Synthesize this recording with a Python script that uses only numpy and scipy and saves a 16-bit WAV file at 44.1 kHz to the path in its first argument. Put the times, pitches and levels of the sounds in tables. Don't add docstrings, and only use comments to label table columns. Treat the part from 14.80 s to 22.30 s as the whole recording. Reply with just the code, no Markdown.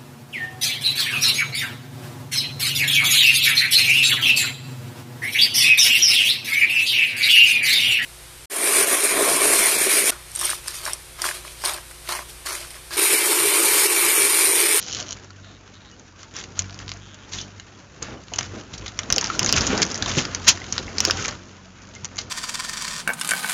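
import sys
import numpy as np
from scipy import signal
from scipy.fft import rfft, irfft, next_fast_len
from scipy.io import wavfile
from scipy.ndimage import map_coordinates

SR = 44100
rng = np.random.default_rng(int(sys.argv[2]) if len(sys.argv) > 2 else 0)


def store_wav(level_fs):
    pcm = np.round(np.clip(np.atleast_2d(level_fs), -1, 1) * 32767)
    wavfile.write(sys.argv[1], SR, pcm.T.astype(np.int16))


def linear_from_db(decibels):
    return 10 ** (np.asarray(decibels, float) / 20)


N = 330750


def unit(x):
    return x / np.sqrt(np.mean(x ** 2) + 1e-20)


def along(points, hz):
    f, value = np.transpose(points)
    return np.interp(np.log(hz + 1), np.log(f + 1), value)


def curves(rows):
    s, *columns = np.transpose(rows)
    return [np.interp(np.arange(N) / SR, s, column) for column in columns]


def wobble(rate):
    knots = rng.standard_normal(int(N * rate / SR) + 4)
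    return map_coordinates(knots, [np.arange(N) * rate / SR])


def filtered(x, response):
    m = next_fast_len(N + SR // 2)
    return irfft(rfft(x, m) * response(np.fft.rfftfreq(m, 1 / SR)), m)[..., :N]


def coloured(x, spectrum):
    closed = [(0.76, -120)] + spectrum + [(SR / 2, -120)]
    return unit(filtered(x, lambda hz: linear_from_db(along(closed, hz))))


def modes(peaks):
    def response(f):
        total = 0
        for k, (centre, width, db) in enumerate(peaks):
            damping = 1j * f * width
            total = total + (-1) ** k * linear_from_db(db) * damping / (centre * centre - f * f + damping)
        return total
    return response


def add(track, s, sound):
    part = track[max(round(s * SR), 0):][:len(sound)]
    part += sound[:len(part)]


def swells(rows):
    power = np.zeros(N)
    for s, length, db in rows:
        t = np.arange(max(-3 * length, -s), 3 * length, 1 / SR)
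        add(power, s + t[0], linear_from_db(2 * db) * np.exp(-2 * (2 * t / length) ** 2))
    return power


def heaped(base_db, rows, lean):
    tilted = [(s, length, db + lean * tilt) for s, length, db, tilt in rows]
    return 10 * np.log10(linear_from_db(2 * base_db) + swells(tilted))


def grains(chance, spread_db, t60):
    size_db = spread_db * np.minimum(rng.exponential(size=N), 3)
    sizes = (rng.random(N) < chance) * linear_from_db(size_db)
    puff = linear_from_db(-60 * np.arange(SR // 20) / SR / t60)
    return unit(signal.fftconvolve(sizes, puff)[:N] * rng.standard_normal(N))


# t/s, level/dB
ROLL = [(0, -49), (.3, -44.5), (.45, -51.5), (.9, -53.5), (1.4, -52.5), (1.8, -48.5), (2.3, -51),
        (3.15, -51.5), (3.5, -51.5), (4.15, -47), (4.4, -42), (5.1, -37), (5.5, -40.5), (5.85, -43.5),
        (6.2, -40.5), (6.5, -41.5), (6.62, -48), (6.85, -53.5), (7.5, -47)]
# centre t/s, length/s, level/dB, coarseness/dB (big stones crunch, small hiss)
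PATCHES = [(.06, 0.32, -45, -17), (0.198, 0.11, -37.5, -4.5), (.31, 0.026, -40.5, -8), (1.9, 0.16, -49, -3),
           (3.29, 0.13, -46.5, 7), (3.63, 0.26, -43, -0.5), (3.76, 0.13, -45.5, 0), (4.02, 0.14, -64, -7),
           (4.45, 0.14, -33, 2.5), (4.54, 0.13, -37.5, -6), (4.622, 0.032, -29.5, 2),
           (4.7, 0.063, -29.5, -7.5), (4.788, 0.14, -27, -1), (4.956, 0.14, -27, 4), (5.22, 0.26, -41, 4),
           (5.299, 0.12, -31.5, -3), (5.381, 0.086, -33.5, -13), (5.7, 0.12, -33.5, -5),
           (5.94, 0.22, -40, -4), (6.273, 0.13, -30, -5), (6.421, 0.16, -29.5, -2), (7.419, 0.047, -41, -7)]
# centre t/s, level/dB, depth/dB (deep ones rumble, shallow ones drum)
RUTS = [(.15, -43, -5), (1.6, -46, 0), (2, -45.5, 6), (2.6, -49, -14), (3.31, -36.5, 5), (3.37, -54, 8),
        (3.63, -38.5, 13.5), (3.76, -41, -7), (4.02, -39.5, 10), (4.33, -34, 3), (4.44, -38, 10),
        (4.65, -32, -2), (4.79, -27, 4), (4.96, -29, -12.5), (5.27, -36, 7), (5.38, -36, -15),
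        (5.7, -40, 0), (6.07, -42, 14), (6.27, -34, -4), (6.42, -36, -0.5), (7.42, -46.5, -8)]
# f/Hz, level/dB
GRIT = [(2400, -5.5), (3200, -3), (4200, -1.5), (5500, 0.5), (6600, 2.5), (9000, -6)]
# f/Hz, level/dB
CRUNCH = [(600, -16.5), (900, -5.5), (1450, 1), (2000, -5), (3000, -7), (4000, -17)]
# f/Hz, level/dB
BODY = [(130, -8), (190, -1), (230, -1.5), (330, -3.5), (550, -8), (900, -15), (1300, -15.5)]
# f/Hz, level/dB
RUMBLE = [(20, -45), (36, -19), (50, -0.5), (80, -2), (125, -1), (170, -21)]
CRUNCH_DB, BODY_DB, RUMBLE_DB = 1, 1.96, 0.5
RUT_S = 0.21


def tyres():
    roll_db, = curves(ROLL)
    ruts = [(s, RUT_S, db, depth) for s, db, depth in RUTS]
    grit_db = heaped(roll_db, PATCHES, lean=-0.62)
    crunch_db = heaped(roll_db + CRUNCH_DB, PATCHES, lean=0.71)
    body_db = heaped(roll_db + BODY_DB, ruts, lean=-0.3)
    rumble_db = heaped(roll_db + RUMBLE_DB, ruts, lean=0.26)
    stones = grains(chance=300 / SR, spread_db=2.5, t60=0.014)
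    stones = stones * np.clip((roll_db + 65.5) / 16, .3, 1)
    hiss = rng.standard_normal((4, N))
    shared = 1.3 * wobble(35)
    grit = linear_from_db(grit_db + shared + 0.32 * wobble(4.7)) * coloured(0.99 * stones + hiss[0], GRIT)
    lumps = coloured(0.5 * stones + hiss[1], CRUNCH) + 0.59 * pebbles(count=800, cycles=106, spread_db=8)
    crunch = linear_from_db(crunch_db - 1.5 + shared + 1.1 * wobble(18)) * lumps
    body = linear_from_db(body_db + 0.54 * shared + 1.13 * wobble(13)) * coloured(hiss[2], BODY)
    rumble_gain = linear_from_db(rumble_db - 2.5 + 0.21 * shared + 2.05 * wobble(15.0))
    return grit + crunch + body + rumble_gain * coloured(hiss[3], RUMBLE)


def pebbles(count, cycles, spread_db):
    out, t = np.zeros(N), np.arange(SR // 40) / SR
    for when, pitch, size in rng.random((count, 3)):
        hz = 600 * 7 ** pitch
        envelope = linear_from_db(spread_db * size - 60 * t * hz / cycles) * (1 - np.exp(-t / 0.00042))
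        add(out, when * N / SR, envelope * np.sin(2 * np.pi * hz * t))
    return unit(out)


# t/s, peak level/dB, ring f/Hz
CRACKS = [
    (4.325, 3, 5580),
    (4.3819, 1, 4950),
    (4.5931, 1, 5540),
    (4.7259, 2, 5310),
    (6.2041, .8, 5650),
    (6.2509, .5, 5250),
    (6.3091, 0, 5410),
]
# t/s, peak level/dB, ring f/Hz
SNAPS = [(3.2261, -13, 6820), (3.5366, -14.5, 7070), (3.9382, -22, 3480), (4.0797, -20, 3767),
         (4.1903, -7.5, 5700), (4.6299, -7.5, 5330), (4.6616, -4, 6220), (4.687, -15, 5280),
         (4.781, -5.5, 5880), (5.0185, -2.5, 6730), (5.1178, -15.5, 6660), (5.144, -12.5, 5570),
         (5.2238, -5, 3930), (5.2602, -10.5, 3700), (5.3148, -16, 3340), (5.3842, -6.5, 3000),
         (5.548, -7, 6370), (6.1832, -5.5, 5050), (6.2725, -15, 6190), (6.4815, -11, 6770),
         (7.2461, -15, 6220)]
# t/s, peak level/dB, ring f/Hz
CHIPS = [(1.5656, -17.5, 5970), (1.7919, -3, 6700), (2.535, -20, 3870), (2.586, -17.5, 3420),
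         (3.5598, -16, 6900), (3.9801, -27, 5750), (4.3617, -4.5, 6070), (4.4113, -8.5, 6330),
         (4.6458, -7.5, 6470), (4.7394, -11.5, 3600), (4.8085, -5, 5180), (4.8682, -3.5, 6760),
         (5.0515, -17, 6100), (5.1568, -13, 6193), (5.925, -7, 6100), (6.51, -23, 4900), (7.388, -10, 4600)]
# t/s, peak level/dB, ring f/Hz, dull click level/dB
KNOCKS = [(0.5053, -33, 4540, -7), (1.6385, -24.5, 6470, -6), (1.756, -39, 3170, -3),
          (2.798, -24.5, 3950, -1.5), (3.588, -9, 5680, -1), (3.609, -16.5, 3540, 1.5),
          (3.6296, -22, 5190, 1), (4.062, -20, 3340, -5), (4.1901, -16.5, 3550, 8), (4.3021, -8, 6470, 2),
          (4.4709, -17.5, 5190, -16), (4.501, -21.5, 4000, 3.5), (4.764, -5.5, 6100, -15),
          (4.955, -22, 3100, -3), (4.977, -9, 5100, -2.5), (5.4514, -17, 5088, 2), (5.774, -23.5, 5294, 0),
          (5.8181, -41, 2960, 15.5), (6.068, -32, 5280, -3), (6.298, -18.5, 5130, 3.5),
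          (6.425, -17.5, 6310, -5)]
# t/s, peak level/dB, ring f/Hz
TICKS = [(1.1141, -30, 6300), (1.1962, -29.5, 6490), (1.588, -18, 5800), (1.6125, -22, 3130),
         (1.6406, -20, 2860), (1.7564, -30, 2870), (1.8207, -18, 6070), (1.896, -26.5, 3180),
         (1.9074, -26, 4700), (1.9439, -24, 5430), (4.3145, -21, 5200), (4.3575, -21, 6000),
         (4.7955, -17, 4970), (3.437, -32, 6640), (2.1377, -25, 5900), (2.1716, -28, 6440),
         (2.3446, -24.5, 6670), (2.4923, -44, 4260), (3.4833, -27.5, 3870), (4.0221, -28, 2710),
         (4.0456, -28, 6330), (4.1791, -32, 5750), (4.3413, -12, 5120), (4.4004, -33, 5260),
         (4.4428, -3, 5700), (4.4598, -12, 5200), (4.6638, -10, 5860), (4.6917, -2.5, 5100),
         (4.7054, -17, 5430), (4.7333, -10, 5170), (4.8195, -10, 6660), (4.8743, -6.5, 6330),
         (4.9876, -15, 6750), (5.0314, -4, 5620), (5.065, -13, 6330), (5.0762, -20, 5800),
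         (5.1138, -11, 5470), (5.1198, -16, 6400), (5.1523, -18, 6150), (5.177, -13.5, 6290),
         (5.1824, -23, 5900), (5.2473, -22, 4260), (5.3202, -15, 3340), (5.3353, -23, 5350),
         (5.3515, -13, 2714), (5.3701, -14.5, 6100), (5.3901, -5.5, 2940), (5.3974, -14, 6440),
         (5.4067, -15, 3660), (5.4534, -11.5, 5150), (5.907, -32, 5970), (5.9801, -3, 4260),
         (5.9898, -13.5, 3850), (6.2582, -17, 4900), (6.4573, -7, 6200), (7.0197, -31, 6140),
         (7.0896, -33, 6560), (7.2534, -10.5, 6150), (7.3688, -19, 6680), (7.415, -20, 5340)]
# t/s, peak level/dB, ring f/Hz
SPLINTERS = [(.3702, -29, 6700), (.445, -32, 5800), (.939, -38, 3933), (1.431, -27, 5470),
             (1.5397, -29, 7040), (1.99, -23, 3220), (2.6137, -19.5, 5440), (4.233, -22.5, 3640),
             (4.842, -19, 3330), (5.8419, -26, 3810), (5.8663, -28, 3620), (7.151, -27, 6440),
             (7.3589, -27, 6560)]
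# t/s, peak level/dB, f/Hz
CLICKS = [
    (2.0799, -15, 3840),
    (2.0923, -11, 4100),
    (2.1014, -26, 5240),
    (2.117, -9, 3850),
]
CHIP_DULL_DB, SNAP_DULL_DB, TWIG_DULL_DB = -40, -12, -7.5
TICK_DULL_DB, SLIP_DULL_DB = -8, -12
SPLIT_S, CLEAN_S, CRACK_S, CLICK_S = .0003, .00017, .00036, .00009
CRACK_CLEAN = .5
CLEAN_TAIL_DB = -8
SLIP_DB = -5


def snaps():
    ring, tail, dull = np.zeros((3, N))
    t = np.arange(SR // 20) / SR
    fade = np.clip(t / .002, 0, 1) ** 2 * linear_from_db(-60 * t / .018)
    slipping = [(s, db + SLIP_DB, hz) for s, db, hz in CREAK]
    # rows, dull click dB, clean share, bright length s
    kinds = [(CHIPS, CHIP_DULL_DB, 0, SPLIT_S),
             (SNAPS, SNAP_DULL_DB, 0, SPLIT_S),
             (CRACKS, SNAP_DULL_DB, CRACK_CLEAN, CRACK_S),
             (SPLINTERS, TWIG_DULL_DB, 0, SPLIT_S),
             (TICKS, TICK_DULL_DB, 1, CLEAN_S),
             (slipping, SLIP_DULL_DB, 1, CLEAN_S),
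             (CLICKS, SNAP_DULL_DB, 1, CLICK_S)]
    breaks = [(*row, 0, SPLIT_S) for row in KNOCKS]
    breaks += [(*row, *kind) for rows, *kind in kinds for row in rows]
    for s, db, hz, dull_db, clean, short in breaks:
        swing = np.exp(-.5 * ((t - .0016) / short) ** 2)
        scatter = fade * linear_from_db(clean * CLEAN_TAIL_DB)
        noise = rng.standard_normal((2, len(t)))
        near_hz = hz * (1 + 0.12 * noise[0, :3, None])
        near = np.sin(2 * np.pi * near_hz * t + noise[1, :3, None]).sum(axis=0)
        cycles = np.sin(2 * np.pi * hz * t)
        if short == CRACK_S:
            cycles = cycles + .28 * np.sin(1.1 * np.pi * hz * t)
        add(ring, s - .001, linear_from_db(db) * (1.1 * swing * cycles + linear_from_db(-16) * scatter * near))
        add(tail, s - .001, linear_from_db(db - 8.5) * (.12 * swing + scatter) * noise[0])
        add(dull, s - .001, linear_from_db(db + dull_db + 10.5) * (0.58 * swing + 1.1 * scatter) * noise[1])
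    bright = modes([(3330, 14000, 2.9), (6440, 2900, 16.5)])
    muffled = modes([(1700, 2900, -3.5), (3000, 2000, -1.0)])
    return ring + filtered(tail, bright) + filtered(dull, muffled)


# t/s, length/s, t60/s, level/dB, dull part level/dB
BURSTS = [(1.366, 0.076, 0.068, -48.5, -6), (1.537, 0.064, 0.24, -35.5, -5.5),
          (1.752, 0.058, 0.081, -41, -3), (2.512, 0.035, 0.32, -31, -9), (2.491, .006, 0.09, -43, -21),
          (3.22, 0.0076, 0.46, -40.5, 4), (3.583, 0.007, 0.019, -19, -11), (3.929, 0.022, 0.056, -36, -8),
          (3.976, 0.0064, 0.05, -35.5, -16), (4.057, 0.011, 0.053, -34, -2.5),
          (4.079, 0.0054, 0.059, -33.5, -9), (1.985, 0.043, .03, -47, 5), (4.748, 0.038, 0.06, -20.5, -7),
          (6.442, 0.013, 0.027, -26, -12), (4.855, 0.017, 0.21, -26, -29), (5.02, 0.011, 0.0088, -13, -13),
          (5.363, 0.031, 0.14, -24, -2.5), (5.664, 0.017, 0.034, -22, -4),
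          (5.673, 0.023, 0.071, -4.5, -24.5), (6.48, 0.008, 0.04, -25.5, -0.5),
          (7.127, 0.041, 0.043, -46, -4), (7.378, 0.011, 0.041, -22.5, -7.5)]
RISE_SHARE = .35


def bursts():
    t, high, low = np.arange(SR // 2) / SR, np.zeros(N), np.zeros(N)
    for s, length, t60, db, dull_db in BURSTS:
        rise = np.clip(t / (RISE_SHARE * length), 0, 1) ** 2
        shape = rise * linear_from_db(db - 60 * np.maximum(t - length, 0) / t60)
        add(high, s, shape)
        add(low, s, shape * linear_from_db(dull_db))
    dense = grains(chance=6000 / SR, spread_db=1.2, t60=.006)
    dull = filtered(dense, modes([(1440, 1600, 0.0), (2300, 76, -0.6)]))
    return high * coloured(dense, GRIT) + low * unit(dull)


# t/s, peak level/dB, f/Hz
PINGS = [(0.503, -36.5, 1370), (1.432, -38, 1330), (1.779, -31, 1300), (1.895, -36, 1432), (2.0, -32, 1660),
         (2.588, -25, 3440), (3.5366, -21.5, 3000), (3.226, -28, 1291), (3.829, -37, 1270),
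         (3.945, -46, 1207), (4.5, -12.5, 1360), (4.51, -22, 1062), (4.548, -24, 1470), (4.645, -21, 1400),
         (4.663, -19, 2050), (4.739, -12.5, 2470), (4.776, -14.5, 1425), (4.774, -13, 2520),
         (5.018, -16, 2300), (5.031, -23, 1580), (5.153, -24.5, 1840), (5.225, -18.5, 1520),
         (5.261, -21, 1130), (5.372, -18, 1193), (5.604, -29.5, 1060), (5.677, -15, 2410),
         (5.816, -27.5, 2070), (5.841, -31, 2206), (5.924, -26, 1354), (5.989, -42, 1300),
         (6.079, -26, 2040), (6.254, -36, 2520), (6.298, -14.5, 1440), (6.388, -19, 1440),
         (6.45, -20, 2320), (6.526, -33, 1098), (7.406, -40, 1803)]
PING_T60_S = .018


def pings():
    out, t = np.zeros(N), np.arange(SR // 20) / SR
    for s, db, hz in PINGS:
        pitch, phase = rng.normal(size=(2, 3, 1))
        cluster = np.sin(2 * np.pi * hz * np.exp(.13 * pitch) * t + 3 * phase).sum(axis=0)
        envelope = linear_from_db(db + 4 - 60 * t / PING_T60_S) * (1 - np.exp(-t / .001))
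        add(out, s, envelope * (np.sin(2 * np.pi * hz * t) + .6 * cluster))
    return out


# t/s, peak level/dB, f/Hz
THUDS = [(1.79, -27, 99), (2.514, -52, 101.6), (3.219, -24.5, 256), (3.222, -28, 89.7), (3.28, -30, 329),
         (3.259, -41, 103), (3.517, -24.5, 560), (3.732, -28, 340), (3.924, -26, 157), (4.297, -23, 112),
         (4.363, -13.5, 383), (4.598, -20, 129), (4.735, -15, 337), (4.68, -22, 95), (4.784, -18, 150),
         (4.893, -12.5, 257), (4.928, -9, 227), (4.962, -18, 199), (4.998, -13.5, 256), (5.217, -22.5, 243),
         (5.369, -8, 198), (5.674, -23, 209.4), (5.913, -21, 106.5), (5.988, -20, 316), (6.273, -15, 499),
         (6.391, -21, 264), (6.478, -23, 804), (7.234, -26.5, 108)]
THUD_T60_S = 0.12


def thuds():
    out, t = np.zeros(N), np.arange(SR // 5) / SR
    for s, db, hz in THUDS:
        pitch, phase = rng.normal(size=(2, 14, 1))
        boom = np.sin(2 * np.pi * hz * np.exp(.4 * pitch) * t + 3 * phase).sum(axis=0)
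        add(out, s, linear_from_db(db - 12.5 - 60 * t / THUD_T60_S) * (1 - np.exp(-t / 0.0035)) * boom)
    return out


def slips(rate, jitter, spread_db):
    turns = np.cumsum(rate * (1 + jitter * wobble(70))) / SR
    released = np.diff(np.floor(turns), prepend=0) > 0
    return released * linear_from_db(spread_db * rng.standard_normal(N))


# t/s, peak level/dB, ring f/Hz
CREAK = [(0.0046, -22, 3560), (0.0153, -19, 3780), (0.0265, -14.5, 5850), (0.0377, -23, 5000),
         (0.0461, -26, 5080), (0.056, -28, 2950), (0.064, -19, 5200), (0.076, -23, 5640),
         (0.0845, -25, 5510), (0.0946, -27, 5630), (0.1035, -22, 5640), (0.111, -16, 4450),
         (0.1197, -14, 4800), (0.127, -9.5, 5600), (0.1332, -10, 5730), (0.1406, -16, 5700),
         (0.1479, -7.5, 6530), (0.157, -18, 3160), (0.168, -15, 4310), (0.1786, -18, 5340),
         (0.187, -16, 5900), (0.194, -21, 4340), (0.201, -10, 7030), (0.2087, -12, 6160),
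         (0.2178, -23, 6100), (0.2263, -15, 4700), (0.2433, -31, 5860), (0.2486, -36, 6370),
         (0.2628, -28, 3060), (0.2686, -24, 5700), (0.2736, -35, 5630), (0.2834, -18, 5740),
         (0.29, -17, 5750), (0.2993, -29, 3040), (0.308, -12, 6400), (0.312, -20, 5700), (0.322, -13, 6700),
         (0.3277, -11.5, 6700), (0.3333, -28, 6130), (0.3442, -30, 5700)]
# f/Hz, width/Hz, level/dB
TRIM = [(3050, 300, 1), (4300, 400, -2), (5700, 450, 0), (6800, 400, -1)]
# centre t/s, length/s, level/dB
RUBS = [
    (.17, 0.11, -42.5),
    (2.6, 0.085, -36),
]
# start t/s, end t/s, slip rate/Hz, f/Hz, level/dB
SQUEAKS = [
    (.625, .73, 355, 3700, -49.5),
    (.73, .78, 90, 3750, -53),
    (1.0, 1.11, 90, 3800, -51.5),
    (.93, 1.0, 45, 3800, -55),
    (2.205, 2.36, 150, 3250, -48),
    (2.39, 2.46, 150, 3250, -50),
    (2.53, 2.62, 250, 3500, -42),
    (1.535, 1.62, 150, 3300, -42),
]
# t/s, length/s, f/Hz, level/dB
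CHIRPS = [
    (1.113, .04, 2950, -48),
    (2.945, .025, 3350, -50),
    (3.365, .018, 3000, -43),
    (7.158, .016, 2100, -40),
    (7.138, .014, 2050, -46),
]
TRIM_DB = 17


def creaks():
    releases = np.zeros(N)
    for s, db, hz in CREAK:
        add(releases, s + .0006, linear_from_db([db + TRIM_DB]))
    scrape = np.sqrt(swells(RUBS)) * unit(filtered(rng.standard_normal(N), modes(TRIM)))
    out = filtered(releases, modes(TRIM)) + scrape
    t, shake = np.arange(N) / SR, wobble(140)
    for start, end, per_s, hz, level_db in SQUEAKS:
        gate = np.clip(np.minimum(t - start, end - t) / 0.0086, 0, 1)
        joint = modes([(.48 * hz, 350, -4), (.78 * hz, 300, -6), (hz, 280, 2),
                       (1.17 * hz, 250, -5), (2 * hz, 900, -9)])
        jitter = .02 + .25 * (100 / per_s) ** 2
        rasp = slips(per_s, jitter, spread_db=2)
        out = out + gate * linear_from_db(level_db) * unit(filtered(rasp, joint))
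    for s, length, hz, level_db in CHIRPS:
        done = np.clip((t - s) / length, 0, 1)
        swell = np.sin(np.pi * done)
        phase = 2 * np.pi * np.cumsum(hz * (.96 + .08 * done + 0.015 * shake)) / SR
        out = out + swell * linear_from_db(level_db + 3 * shake) * np.sin(phase)
    return out


# t/s, firing f/Hz, level/dB
IDLE = [(0, 93.9, -57), (.35, 95.8, -46.5), (.65, 97.3, -47.5), (1, 96.4, -53), (1.3, 91, -55),
        (1.74, 92.3, -52), (1.81, 94.6, -34.5), (2.0, 96.7, -43), (2.1, 96.8, -38.5), (2.48, 97.2, -55),
        (2.55, 95, -36), (2.7, 97.8, -44.5), (3.15, 99.1, -58), (3.3, 87.9, -60), (3.6, 96.3, -39.5),
        (3.85, 94.7, -53), (4.1, 99.5, -47), (6.3, 87.9, -40), (6.75, 92, -50), (7.5, 91.6, -46)]
# multiple of the firing rate, level/dB
ORDERS_DB = [(.5, -9), (1, 0.5), (1.5, -11), (2, -9), (3, -16), (3.5, -19)]


def engine():
    hz, db = curves(IDLE)
    phase = 2 * np.pi * np.cumsum(hz * (1 + .003 * wobble(12))) / SR
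    out = np.zeros(N)
    for order, level_db in ORDERS_DB:
        out += linear_from_db(db + level_db + 1.8 * wobble(8)) * np.sin(order * phase + order)
    return np.sqrt(2) * out


# centre t/s, length/s, f/Hz, level/dB
DRONES = [
    (3.04, 0.73, 140, -55),
    (7.75, 1.7, 120, -52),
    (6.94, 2, 190, -52.5),
    (.06, 0.27, 500, -50.5),
    (.68, .12, 690, -58.5),
]


def drones():
    t, out = np.arange(N) / SR, np.zeros(N)
    for s, length, hz, db in DRONES:
        gain = np.sqrt(2 * swells([(s, length, db)])) * linear_from_db(1.9 * wobble(14))
        out += gain * np.sin(2 * np.pi * hz * t + 0.6 * wobble(18))
    return out


# f/Hz, t60/s
CABIN = [(200, 0.11), (1500, 0.12), (7000, 0.05)]


def cabin(x):
    hz, t, z = signal.stft(rng.standard_normal(SR // 4), SR, nperseg=128)
    decay = linear_from_db(-60 * t / along(CABIN, hz)[:, None])
    tail = signal.istft(z * decay, SR, nperseg=128)[1]
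    return signal.fftconvolve(np.pad(x, (120, 0)), tail / np.linalg.norm(tail))[:N]


def scene():
    sharp = snaps() + bursts() + creaks() + pings()
    steady = tyres() + thuds() + engine() + drones()
    return (sharp + linear_from_db(-11.0) * cabin(sharp) + steady)[None]


# f/Hz, level/dB
RECORDER = [(6500, -2.5), (7000, -4.5), (7450, -12.5), (7800, -31), (8000, -47), (8300, -30), (8900, -28.5),
            (9400, -53.5), (10000, -100)]
CLIP = .72
TOP_HZ = 16900
AIR_DB_PER_KHZ = 1.2


def low_pass(x):
    return signal.sosfilt(signal.butter(12, 16970, fs=SR, output="sos"), x)


def record(dry):
    narrow = filtered(dry, lambda hz: linear_from_db(along(RECORDER, hz)) * (hz < 10000))
    clipped = np.clip(narrow, -CLIP, CLIP)

    def air(hz):
        edge = np.clip((TOP_HZ - hz) / 1200, 0, 1)
        return edge * linear_from_db(-AIR_DB_PER_KHZ * np.maximum(hz / 1000 - 10, 0))
    mix = filtered(clipped, air)
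    return low_pass(mix)


dry = scene()
out = record(dry)
store_wav(out)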